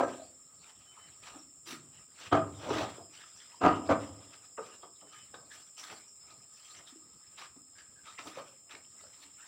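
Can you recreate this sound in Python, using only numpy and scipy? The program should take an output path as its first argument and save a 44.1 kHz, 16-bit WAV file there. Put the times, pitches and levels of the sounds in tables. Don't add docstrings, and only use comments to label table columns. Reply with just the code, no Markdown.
import sys
import numpy as np
from scipy import signal
from scipy.io import wavfile
from scipy.ndimage import uniform_filter1d

SR = 44100
rng = np.random.default_rng(int(sys.argv[2]) if len(sys.argv) > 2 else 0)


def field_ratio(decibels):
    return 10 ** (np.asarray(decibels, dtype=float) / 20)


def dump_mix(stems):
    frames = np.atleast_2d(stems).T
    limited = np.clip(frames, -1, 1)
    pcm = np.round(limited * 32767).astype(np.int16)
    wavfile.write(sys.argv[1], SR, pcm)


N = 417627
T = np.arange(N) / SR

# f/Hz, density/dB per Hz
GRIT_SPECTRUM = [(500, -19), (900, -1), (1500, 1.5), (3000, 1), (4500, 0.5), (6000, 1), (8000, -24.5),
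                 (11000, -60)]


def evened(x):
    return x / np.sqrt(np.mean(x ** 2) + 1e-20)


def read(points, hz):
    f, value = np.transpose(points)
    return np.interp(np.log(hz + 1), np.log(f + 1), value)


def level_db(points):
    return np.interp(T, *np.transpose(points))


def coloured(x, points):
    gain_db = read(points, abs(np.fft.fftfreq(4096, 1 / SR)))
    log_gain = np.log(field_ratio(np.maximum(gain_db, -100)))
    taps = np.fft.ifft(np.exp(np.conj(signal.hilbert(log_gain)))).real[:2048]
    return signal.oaconvolve(x, taps)[:len(x)]


def resonate(x, hz, width_hz):
    r = np.exp(-np.pi * width_hz / SR)
    pole = r * np.exp(2j * np.pi * hz / SR)
    return 2 * signal.lfilter([1 - r], [1, -pole], x).real


def drift(rate_hz):
    return evened(resonate(rng.standard_normal(N), 0, rate_hz))


def grains(count, spread_db):
    size_db = spread_db * np.minimum(rng.exponential(1, count), 5)
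    return evened(rng.standard_normal(count) * field_ratio(size_db))


def whistle(hz, width_hz, firm=0):
    noise = rng.standard_normal((2, len(hz)))
    slow = resonate(resonate(noise, 0, width_hz), 0, width_hz)
    envelope = firm + evened(slow[0]) + 1j * evened(slow[1])
    carrier = np.exp(2j * np.pi * np.cumsum(hz) / SR)
    return evened((envelope * carrier).real)


def patchy(x, patchy_db):
    _, t, z = signal.stft(x, SR, nperseg=256)
    spots = uniform_filter1d(rng.standard_normal(z.shape), size=3, axis=0)
    spots = evened(uniform_filter1d(spots, size=12, axis=1))
    depth_db = np.interp(t, T, patchy_db * np.ones(N))
    return evened(signal.istft(z * field_ratio(depth_db * spots), SR, nperseg=256)[1][:N])


def add(mix, s, sound):
    at = round(s * SR)
    part = mix[max(at, 0):][:len(sound) + min(at, 0)]
    part += sound[max(-at, 0):][:len(part)]


def air():
    # f/Hz, density/dB per Hz
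    hum_spectrum = [(24, -39.5), (40, -18), (49, 0), (108, 3), (1080, -11.5), (1270, -3.5), (1450, -17),
                    (4600, -15), (5720, -13), (10100, -120)]
    hum = patchy(coloured(rng.standard_normal(N), hum_spectrum), 3.1)
    return field_ratio(-71 + 2.3 * drift(2.0)) * hum


def cicadas():
    # f/Hz, density/dB per Hz
    chorus_spectrum = [(5800, -35), (6500, -28), (6850, -8), (7000, -2), (7400, 4.5), (7750, 0.5),
                       (8400, -7.5), (8850, -10.5), (9150, -26), (10800, -25), (11600, -33), (13800, -37),
                       (15000, -19.5), (15600, -23.5)]
    # t/s, level/dB
    chorus_db = [(0.0, -57.5), (2.5, -58.5), (2.74, -57.5), (3.61, -58), (3.72, -57), (5.25, -58),
                 (5.67, -57), (7.89, -58), (8.02, -57.5), (9.47, -57)]
    # t/s, lower line f/Hz, upper line f/Hz
    slider_hz = [(1.8, 4930, 5100), (2.6, 4945, 5105), (3.5, 5010, 5160), (4.5, 5050, 5188),
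                 (5.0, 5066, 5196), (6.4, 5098, 5228), (7.1, 5107, 5237), (9.47, 5150, 5275)]
    # t/s, level/dB
    slider_db = [(1.7, -102), (1.9, -81), (2.6, -75.5), (3.5, -68), (4.5, -72.5), (5.5, -74.5), (7, -72),
                 (8, -74.5), (9.47, -72)]
    # f/Hz, level/dB
    steady_lines = [(5211, -10), (5352, 0), (5392, -2)]
    # t/s, level/dB
    steady_db = [(0, -72), (1.5, -71.5), (3, -73.5), (4.5, -70.5), (5.5, -72), (6.5, -72.5), (8, -78),
                 (9.47, -74.5)]
    noise = rng.standard_normal(N)
    chorus = field_ratio(level_db(chorus_db) + 1.0 * drift(5.7)) * evened(coloured(noise, chorus_spectrum))

    s, *lines = np.transpose(slider_hz)
    lower, upper = (whistle(np.interp(T, s, hz), 40, firm=.9) for hz in lines)
    throb = .35 * np.cos(2 * np.pi * (13 * T + .6 * drift(.4)))
    pair = lower * (1 + throb) + 1.5 * upper * (1 - throb)

    steady = sum(field_ratio(db) * evened(resonate(resonate(noise, hz, 30), hz, 90)) for hz, db in steady_lines)
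    return chorus + field_ratio(level_db(slider_db)) * pair + field_ratio(level_db(steady_db)) * steady


def birds():
    # t/s, length/s, start f/Hz, end f/Hz, level/dB
    notes_sung = [
        (0.026, 0.027, 5950, 5900, -60),
        (0.86, 0.084, 3050, 3045, -65),
        (0.97, 0.1, 3055, 3040, -67),
        (1.386, 0.022, 5880, 5330, -58),
        (5.035, 0.095, 3005, 3020, -71),
        (5.12, 0.14, 3027, 3022, -65.5),
        (5.659, 0.023, 5850, 5730, -71),
        (6.075, 0.024, 5800, 5470, -59.5),
        (7.864, 0.11, 5240, 5520, -91),
        (8.79, 0.19, 5600, 5700, -77),
    ]
    mix = np.zeros(N)
    for s, length_s, start_hz, end_hz, db in notes_sung:
        u = np.linspace(0, 1, round(length_s * SR))
        hz = end_hz + (start_hz - end_hz) * (1 - u) ** 2
        clean = np.clip(length_s / .06 - .6, 0, .85)
        tone = np.sqrt(2) * np.sin(2 * np.pi * np.cumsum(hz) / SR)
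        blurred = whistle(hz, 25 + 0.0019 / length_s ** 3)
        note = clean * tone + (1 - clean) * blurred
        add(mix, s, field_ratio(db) * note * signal.windows.tukey(len(u), .4))
    return mix


def yard(x):
    # f/Hz, t60/s
    decay_s = [(80, 0.98), (300, 0.49), (700, 0.28), (1300, 0.32), (3000, 0.24), (8000, 0.074)]
    hz, t, z = signal.stft(rng.standard_normal(SR), SR, nperseg=256)
    tail = signal.istft(z * field_ratio(-60 * t / read(decay_s, hz)[:, None]), SR, nperseg=256)[1]
    tail = np.concatenate([np.zeros(400), tail / np.linalg.norm(tail)])
    return signal.fftconvolve(x, tail)[:N]


def effort(rows):
    slope_db = 30
    t = T[::44]
    power = np.zeros(len(t))
    for s, db, press_s, *hold_s, lift_s in rows:
        before = np.maximum(s - t, 0) / press_s
        after = np.maximum(t - s - sum(hold_s), 0) / lift_s
        power += field_ratio(db - slope_db * (before + after)) ** 2
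    return np.interp(T, t, power)


def work():
    # full pressure t/s, grit level/dB, press/s, hold/s, lift/s
    scrapes = [(.08, -53, 0.025, .001, 0.31), (.63, -64.5, 0.042, 0.078, 0.11),
               (.78, -69, 0.11, 0.35, 0.38), (1.228, -54, 0.02, 0.053, 0.22),
               (2.215, -48.5, 0.11, 0.071, 0.026), (2.44, -70.5, 0.02, 0.11, 0.11),
               (2.622, -52.5, 0.042, 0.1, .05), (2.732, -43.5, 0.24, 0.11, 0.19),
               (3.412, -65, 0.16, 0.17, 0.018), (4.623, -64.5, 0.045, 0.14, .05),
               (7.385, -51.5, 0.034, 0.074, 0.047), (8.71, -53, 0.034, 0.01, 0.11)]
    # full pressure t/s, grit level/dB, press/s, lift/s
    unheld_strokes = [(1.99, -65.5, 0.17, 0.12), (3.169, -58, 0.15, 0.74), (3.76, -56.5, 0.022, 0.12),
                      (3.875, -59, 0.16, 0.053), (4.0, -55.5, 0.02, 0.27), (4.198, -65, 0.22, .3),
                      (4.341, -56, 0.116, 0.1), (4.448, -68.5, 0.34, 0.13), (4.585, -64, 0.023, 0.065),
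                      (4.835, -64, 0.043, 0.1), (4.989, -71.5, 0.148, 0.27), (5.135, -60.5, 0.066, 0.33),
                      (5.346, -59.5, 0.008, 0.065), (5.92, -51.5, 0.17, 0.095), (6.321, -65.5, 0.39, 0.12),
                      (6.778, -56, 0.094, 0.13), (7.36, -71.5, 0.79, .05), (7.79, -57, 0.058, 0.11),
                      (8.075, -51.5, 0.06, 0.17), (8.192, -44.5, 0.016, 0.087), (8.36, -50, .05, 0.21),
                      (9.465, -62, 0.3, 0.11)]
    # full pressure t/s, grit level/dB, press/s, hold/s, lift/s
    sweeps = [
        (1.675, -46.5, 0.026, 0.049, 0.11),
        (5.52, -57, .04, 0.043, 0.204),
        (5.78, -53.5, 0.022, 0.058, 0.31),
        (6.63, -63.5, 0.37, .11, 0.14),
        (6.89, -61, 0.092, .001, 0.17),
        (8.272, -51, 0.07, .001, 0.17),
        (8.44, -64.5, .1, 0.029, 0.28),
        (8.974, -69.5, 0.21, 0.17, .1),
        (9.226, -59.5, .18, .001, 0.24),
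    ]
    # t/s, rumble level/dB, build-up/s, settling/s
    shakes = [(.06, -34, 0.029, 0.16), (.68, -60, 0.12, 0.2), (1.06, -65, 1, 0.22), (1.36, -51, 0.21, 0.12),
              (1.68, -62, 0.04, 1), (2.44, -38.5, 0.022, 0.17), (2.986, -43.5, 0.019, 0.11),
              (3.76, -32, 0.026, 0.1), (3.88, -39, 0.33, 0.6), (4.34, -72, 0.32, 0.26),
              (4.59, -48, 0.015, 0.35), (4.835, -44, 0.013, 0.093), (5.025, -52, 0.024, 0.16),
              (5.34, -50.5, 0.015, 0.35), (5.92, -43, 0.064, 0.09), (6.32, -58, 0.23, 0.2),
              (6.8, -53.5, 0.068, 0.16), (7.56, -72, .02, 0.12), (8.19, -48, 0.012, 0.14),
              (8.268, -43, 0.078, 0.1), (8.378, -41.5, 0.044, 0.14), (8.76, -49.5, 0.14, 0.098),
              (9.052, -67.5, 0.16, 0.19)]
    # t/s, rumble level/dB, build-up/s, hold/s, settling/s
    drags = [
        (2.691, -31.5, 0.16, .15, .14),
    ]
    # f/Hz, density/dB per Hz
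    sand_spectrum = [(6000, -42.5), (8000, 3.5), (10000, 0), (13000, -8), (14200, -8), (15500, 1)]
    # f/Hz, density/dB per Hz
    timber_spectrum = [(60, -23), (100, -5.5), (200, -7.5), (300, -2), (500, -2.5), (750, -2), (1200, -6.5),
                       (1800, -28), (5000, -65.5)]
    # f/Hz, gain/dB
    wet_dull = [(1000, 1), (3500, 1), (4500, -4.5), (6500, -5), (8000, -3.5)]
    wet_sand_db, dry_sand_db, stroke_shake_db = -42, -14, -5.5
    smear = 0.64
    idle_grit_db, idle_sand_db, idle_rumble_db = -85.5, -90, -86

    wet, dry_strokes, loads = effort(scrapes + unheld_strokes), effort(sweeps), effort(shakes + drags)
    grit_power = wet + dry_strokes + field_ratio(2 * idle_grit_db)
    sand_power = field_ratio(2 * wet_sand_db) * wet ** smear + field_ratio(2 * dry_sand_db) * dry_strokes
    timber_power = loads + field_ratio(2 * stroke_shake_db) * (wet + dry_strokes)
    grit_db = 10 * np.log10(grit_power)
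    sand_db = 10 * np.log10(sand_power + field_ratio(2 * idle_sand_db))
    timber_db = 10 * np.log10(timber_power + field_ratio(2 * idle_rumble_db))

    stones = (rng.random(N) < 120 / SR) * rng.standard_normal(N)
    crunch = grains(N, spread_db=2.5) * field_ratio(2.2 * drift(27)) + 0.11 * evened(stones)
    uneven_db = np.clip(.22 * (-42 - grit_db), 2.5, 4.5)
    grit = field_ratio(grit_db + 1.5) * patchy(coloured(crunch, GRIT_SPECTRUM), uneven_db)
    wetness = wet / grit_power
    grit = wetness * coloured(grit, wet_dull) + (1 - wetness) * grit
    sand = field_ratio(sand_db + 7.5) * evened(coloured(crunch, sand_spectrum))

    shaken = coloured(grains(N, spread_db=4.5), timber_spectrum)
    modes = resonate(shaken, 298.7, 30) + 1.2 * resonate(shaken, 649, 80)
    boards = evened(shaken) + 0.25 * evened(modes)
    sway = evened(resonate(shaken, 81, 50)) * field_ratio(1.8 * (timber_db + 30.5) - 45.5)
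    return grit + sand + sway + field_ratio(timber_db - 7.5) * evened(boards)


def rubs(mix):
    # middle t/s, peak level/dB, band f/Hz, length/s
    rub_events = [(.035, -19.5, 534, 0.027), (0.125, -47, 1600, .07), (0.617, -55, 4340, 0.055),
                  (0.698, -54, 940, 0.047), (0.981, -49, 970, 0.033), (1.29, -52, 1240, 0.1),
                  (1.693, -45.5, 342, 0.054), (1.746, -43, 1330, 0.048), (2.256, -52, 1270, 0.062),
                  (2.332, -31.5, 3200, 0.028), (2.362, -45, 3360, .06), (2.742, -35, 304, 0.094),
                  (2.759, -36.5, 1290, 0.062), (2.831, -37.5, 1255, 0.074), (2.836, -42, 5370, .015),
                  (2.834, -35, 740, 0.074), (3.015, -45.5, 650, 0.05), (3.178, -47, 2800, 0.0091),
                  (3.192, -49, 3000, 0.024), (3.378, -47.5, 5630, .03), (3.521, -52.5, 2640, 0.0089),
                  (3.545, -51.5, 970, 0.038), (4.59, -36.5, 1220, 0.016), (4.582, -47.5, 2600, 0.016),
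                  (4.583, -45, 1940, 0.017), (4.697, -50, 1245, 0.033), (4.677, -63, 2420, 0.014),
                  (4.836, -55.5, 3280, 0.048), (5.135, -50, 1274, 0.032), (5.158, -51, 1700, 0.029),
                  (5.35, -45, 3700, 0.015), (5.52, -44.5, 1740, 0.025), (5.553, -53, 2800, 0.018),
                  (5.778, -47, 2850, 0.021), (5.794, -42.5, 2590, .015), (5.803, -40, 5640, 0.048),
                  (5.84, -42, 5100, 0.014), (6.659, -51, 3200, 0.045), (6.705, -56.5, 1270, .05),
                  (6.773, -52, 2800, 0.027), (6.776, -46, 5860, .025), (6.88, -48, 3740, 0.033),
                  (7.43, -42.5, 1060, 0.027), (7.432, -47, 2630, 0.023), (7.767, -56.5, 1630, .03),
                  (7.984, -55, 1620, 0.045), (8.089, -44.5, 1270, 0.044), (8.188, -39, 2750, .015),
                  (8.189, -38, 1990, 0.023), (8.394, -41.5, 1140, 0.03),
                  (.052, -28, 620, 0.019), (.2, -42.5, 660, .15), (2.35, -26.5, 270, 0.037),
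                 (2.71, -30.5, 400, 0.036), (3.692, -23, 1260, .012), (3.78, -26.5, 290, 0.047),
                 (3.915, -20, 710, 0.027), (4.6, -35, 448, 0.027), (4.63, -42, 380, 0.021),
                 (4.84, -44, 1000, 0.023), (4.85, -51, 500, 0.024), (4.96, -58, 3900, .03),
                 (4.72, -54, 2800, .08), (5.01, -53, 3060, 0.015), (5.2, -59.5, 2540, .1),
                 (5.35, -49, 800, 0.023), (5.84, -38, 3540, .003), (5.901, -34, 1600, 0.0027),
                 (3.683, -39, 4600, 0.012), (1.79, -49, 140, 0.15), (5.07, -53, 400, 0.041),
                 (8.851, -53, 3000, .008), (0.26, -54, 4800, 0.072), (9.055, -56.5, 562, 0.065),
                 (9.045, -57, 1330, 0.037), (9.4, -53.5, 1400, 0.038), (9.39, -59, 2260, 0.032),
                 (8.272, -45, 300, 0.04), (8.09, -50, 3760, 0.053), (6.02, -56.5, 2250, 0.044),
                 (9.25, -59, 280, 0.13), (3.655, -33, 2700, 0.065), (3.74, -41, 2900, .08),
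                 (2.7, -28.5, 550, .03), (0.15, -56, 3300, 0.087), (2.73, -30, 300, 0.04)]
    share = 0.099
    t = np.arange(-.12, .12, 1 / SR)
    for s, peak_db, hz, length_s in rub_events:
        band = resonate(grains(len(t), spread_db=2.0), hz, 2 * share * hz)
        band = resonate(band, hz, share * hz + 40)
        add(mix, s + t[0], field_ratio(peak_db - 11.0) * evened(band) * np.exp(-(2 * t / length_s) ** 2))


def snaps(mix):
    # t/s, peak level/dB, ring f/Hz, t60/s
    contacts = [(1.2368, -46, 2480, .02), (2.3283, -28, 1570, .02), (2.338, -21, 298.6, .22),
                (2.692, -36, 620, .05), (2.705, -30, 300, .15), (2.982, -42, 418, .04),
                (3.1765, -49, 4890, .012), (3.6418, -26, 1520, .02), (3.738, -29, 1300, 0.027),
                (3.8751, -45.5, 4660, .015), (4.576, -41, 1224, .025), (4.587, -35.5, 528, 0.066),
                (4.835, -49, 1290, 0.037), (5.3423, -36, 1550, .008), (5.84, -42, 4200, .006),
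                (5.9011, -39, 2010, .008), (5.925, -43, 790, 0.026), (6.3068, -47, 4030, .012),
                (6.655, -48, 2610, .01), (6.752, -50.5, 4900, 0.022), (7.3843, -52, 3170, 0.013),
                (8.186, -33, 2400, .008), (8.188, -39, 1040, 0.032), (8.373, -44, 538, 0.069),
                (8.392, -38, 554, 0.07), (8.7496, -33, 1700, .005)]
    t = np.arange(SR // 8) / SR
    for s, peak_db, hz, t60_s in contacts:
        overtone = .4 * np.sin(2 * np.pi * 1.63 * hz * t) * field_ratio(-60 * t / t60_s)
        ring = np.sin(2 * np.pi * hz * t) + overtone
        swell = np.minimum(t * hz, 1)
        add(mix, s, field_ratio(peak_db - 60 * t / t60_s) * ring * swell)


def tap(row, wood_db, steel_db):
    # f/Hz, density/dB per Hz
    knock_spectrum = [(70, -19.5), (150, -16.5), (400, 0.5), (1200, 1), (1800, -10.5), (3000, -35.5),
                      (8000, -77.5)]
    # f/Hz, width/Hz, level/dB
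    blade_modes = [(1940, 160, 4.5), (2800, 150, -3.5), (3740, 200, 2.5)]
    s, peak_db, hz, t60_s = row
    t = np.arange(SR // 4) / SR
    contact = np.minimum(t / .001, 1) * (1 + .8 * np.exp(-t / .004))
    blow = grains(len(t), spread_db=2.5) * field_ratio(-60 * t / t60_s) * contact
    tick = coloured(blow * field_ratio(-60 * t / .12), GRIT_SPECTRUM)
    detune = rng.uniform(.93, 1.07, len(blade_modes))
    blade = sum(field_ratio(db) * evened(resonate(tick, f * k, width))
                for (f, width, db), k in zip(blade_modes, detune))
    ring = evened(resonate(resonate(blow, hz, .5 * hz), hz, 0.037 * hz + 45))
    knock = evened(coloured(blow, knock_spectrum))
    steel = .5 * evened(blade) + 0.64 * evened(tick)
    sound = 2.2 * ring + field_ratio(steel_db + 7.5) * steel + field_ratio(wood_db + 3.5) * knock
    return s, field_ratio(peak_db) * sound / abs(sound).max()


def taps(mix):
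    # t/s, peak level/dB, ring f/Hz, t60/s
    bumps = [
        (4.58, -35.5, 505, 0.16),
        (5.34, -40.5, 905, 0.09),
    ]
    # t/s, peak level/dB, ring f/Hz, t60/s
    knocks = [
        (1.35, -46, 290, 0.14),
        (2.703, -25, 406, 0.077),
        (2.982, -46, 385, 0.038),
        (5.122, -54.5, 3020, 0.043),
        (5.927, -46, 410, 0.03),
        (7.38, -46.5, 3130, 0.1),
        (9.036, -50.5, 560, 0.13),
    ]
    # t/s, peak level/dB, ring f/Hz, t60/s
    clinks = [(1.708, -38, 270, 0.13), (1.729, -35.5, 345, 0.055), (3.401, -45.5, 3200, 0.14),
              (4.335, -49.5, 3140, 0.04), (5.011, -53.5, 1239, .093), (5.839, -49.5, 1270, .08),
              (5.898, -43.5, 2570, 0.067), (6.307, -53.5, 1227, 0.14), (6.748, -48, 3150, 0.05),
              (6.872, -47, 3160, .06), (7.782, -48, 1680, 0.32), (8.055, -54, 1260, 0.26),
              (8.19, -38, 1290, 0.07), (8.707, -46.5, 3610, 0.07), (5.342, -45, 1540, 0.02),
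              (5.9, -41.5, 1510, 0.025), (8.751, -39, 2212, 0.015), (8.272, -41, 3040, .03)]
    # t/s, peak level/dB, ring f/Hz, t60/s
    tocks = [
        (.973, -55.5, 1270, 0.17),
        (3.238, -52.5, 1290, 0.082),
        (4.827, -46, 1157, 0.093),
        (6.922, -51, 278, 0.11),
        (6.955, -50.5, 302, 0.089),
        (7.564, -50.5, 290, 0.06),
        (8.267, -47, 1260, 0.025),
        (8.371, -38, 533, 0.083),
        (8.387, -40, 540, 0.073),
    ]
    # wood/dB, steel/dB against the ring
    for rows, wood_db, steel_db in [(bumps, 15, -29.5), (knocks, -1.5, -20),
                                    (clinks, -14.5, -2.5), (tocks, -13.5, -18)]:
        for row in rows:
            add(mix, *tap(row, wood_db, steel_db))


def thud(row, modes):
    # t/s, level/dB against the rattle
    contacts = [(.006, 3), (.033, 9.5), (0.05, 10), (.062, -2.5), (2.327, 5), (2.344, 0), (2.352, 6.5),
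                (2.367, 5), (2.376, 7.5), (2.394, 1), (3.615, 2.5), (3.636, 1), (3.65, 0), (3.664, 1.5),
                (3.687, 3.5), (3.711, 3.5), (3.727, 3), (3.79, 3), (3.89, 4), (3.903, 0), (3.913, 7),
                (3.921, 8), (3.93, 5.5), (3.944, -2.5), (3.958, -3)]
    # f/Hz, density/dB per Hz
    crash_spectrum = [(45, -31), (80, -15), (200, -13.5), (400, -9), (800, -10), (1280, -9.5),
                      (1600, -16.5), (3300, -29.5), (6500, -39), (10000, -52.5), (15500, -60.5)]
    contact_s = .005
    s, peak_db, rise_s, t60_s = row
    t = np.arange(SR) / SR
    push = np.minimum(t / rise_s, 1) ** 1.2 * field_ratio(-60 * np.maximum(t - rise_s, 0) / t60_s)
    push *= 1 + sum(field_ratio(db) * np.exp(-((s + t - at) / contact_s - .5) ** 2) for at, db in contacts)
    crash = coloured(grains(SR, spread_db=3.0) * push, crash_spectrum)
    rings = sum(field_ratio(db) * evened(resonate(crash, hz, width)) for hz, width, db in modes)
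    sound = evened(crash) + 2.03 * evened(rings)
    return s, field_ratio(peak_db) * sound / abs(sound).max()


def bricks(mix):
    # t/s, peak level/dB, build-up/s, settling t60/s
    landings = [
        (-0.008, -14.5, 0.0013, 0.15),
        (2.311, -12, 0.016, 0.24),
        (3.602, -10.5, 0.06, 0.23),
        (3.887, -14, .012, 0.22),
        (7.555, -56.5, 0.0059, 0.14),
    ]
    # f/Hz, width/Hz, level/dB
    planks = [
        [(274.4, 22, -4), (385, 24, -14), (665.5, 42, 3), (537, 51, -5), (334, 54, -10.5), (778, 40, -24.5),
         (985, 34, -5), (1290, 55, -14.5), (1590, 20, -9)],
        [(90, 28, -3.5), (164, 22, -11.5), (299.6, 45, -2), (384, 30, -12), (546, 40, -9.5), (654.6, 25, 2.5),
         (693, 26, -2), (1227, 89, -3)],
        [(92, 50, -5), (163, 36, -17), (290, 42, 3.5), (390, 43, -13), (560, 66, -7), (668.5, 40, -3),
         (726, 41, -1), (965, 35, -3.5), (1200, 90, -8)],
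        [(99.8, 64, -4.5), (285.7, 23.4, 1.5), (533, 64, 1.5), (654, 15, -4.5), (940, 45, -15.5),
         (1130, 60, -14), (1500, 200, -16)],
        [(92.7, 33, 14), (170, 44, 7.5), (290, 36, -8.5)],
    ]
    for row, modes in zip(landings, planks):
        add(mix, *thud(row, modes))


def scene():
    far, song, scrape = air() + cicadas(), birds(), work()
    hits = np.zeros(N)
    for source in (rubs, snaps, taps, bricks):
        source(hits)
    echo = yard(field_ratio(-9.5) * hits + field_ratio(-12.5) * scrape + field_ratio(-7) * song)
    mono = hits + scrape + song + echo + far
    return np.array([mono, mono])


def low_pass(x):
    return signal.sosfilt(signal.butter(12, 15500, fs=SR, output="sos"), x)


def record(dry):
    # f/Hz, density/dB per Hz
    side_spectrum = [(40, -15.5), (138, -8), (980, -12.5), (1260, -4.5), (1500, -12), (3100, -13),
                     (4500, -18.5), (8000, -35), (12000, -24), (15500, -30)]
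    hiss_db, side_db, side_hiss_db = -100, -52.5, -77
    mid = signal.sosfilt(signal.butter(2, 60, "high", fs=SR, output="sos"), dry.mean(0))
    mid = mid + 1.0 * resonate(mid, 1252, 61) + field_ratio(hiss_db) * rng.standard_normal(N)
    side_hiss = evened(coloured(rng.standard_normal(N), side_spectrum))
    side = field_ratio(side_db) * np.roll(mid, 300) + field_ratio(side_hiss_db) * side_hiss
    return low_pass(np.array([mid + side, mid - side]))


dry = scene()
out = record(dry)
dump_mix(out)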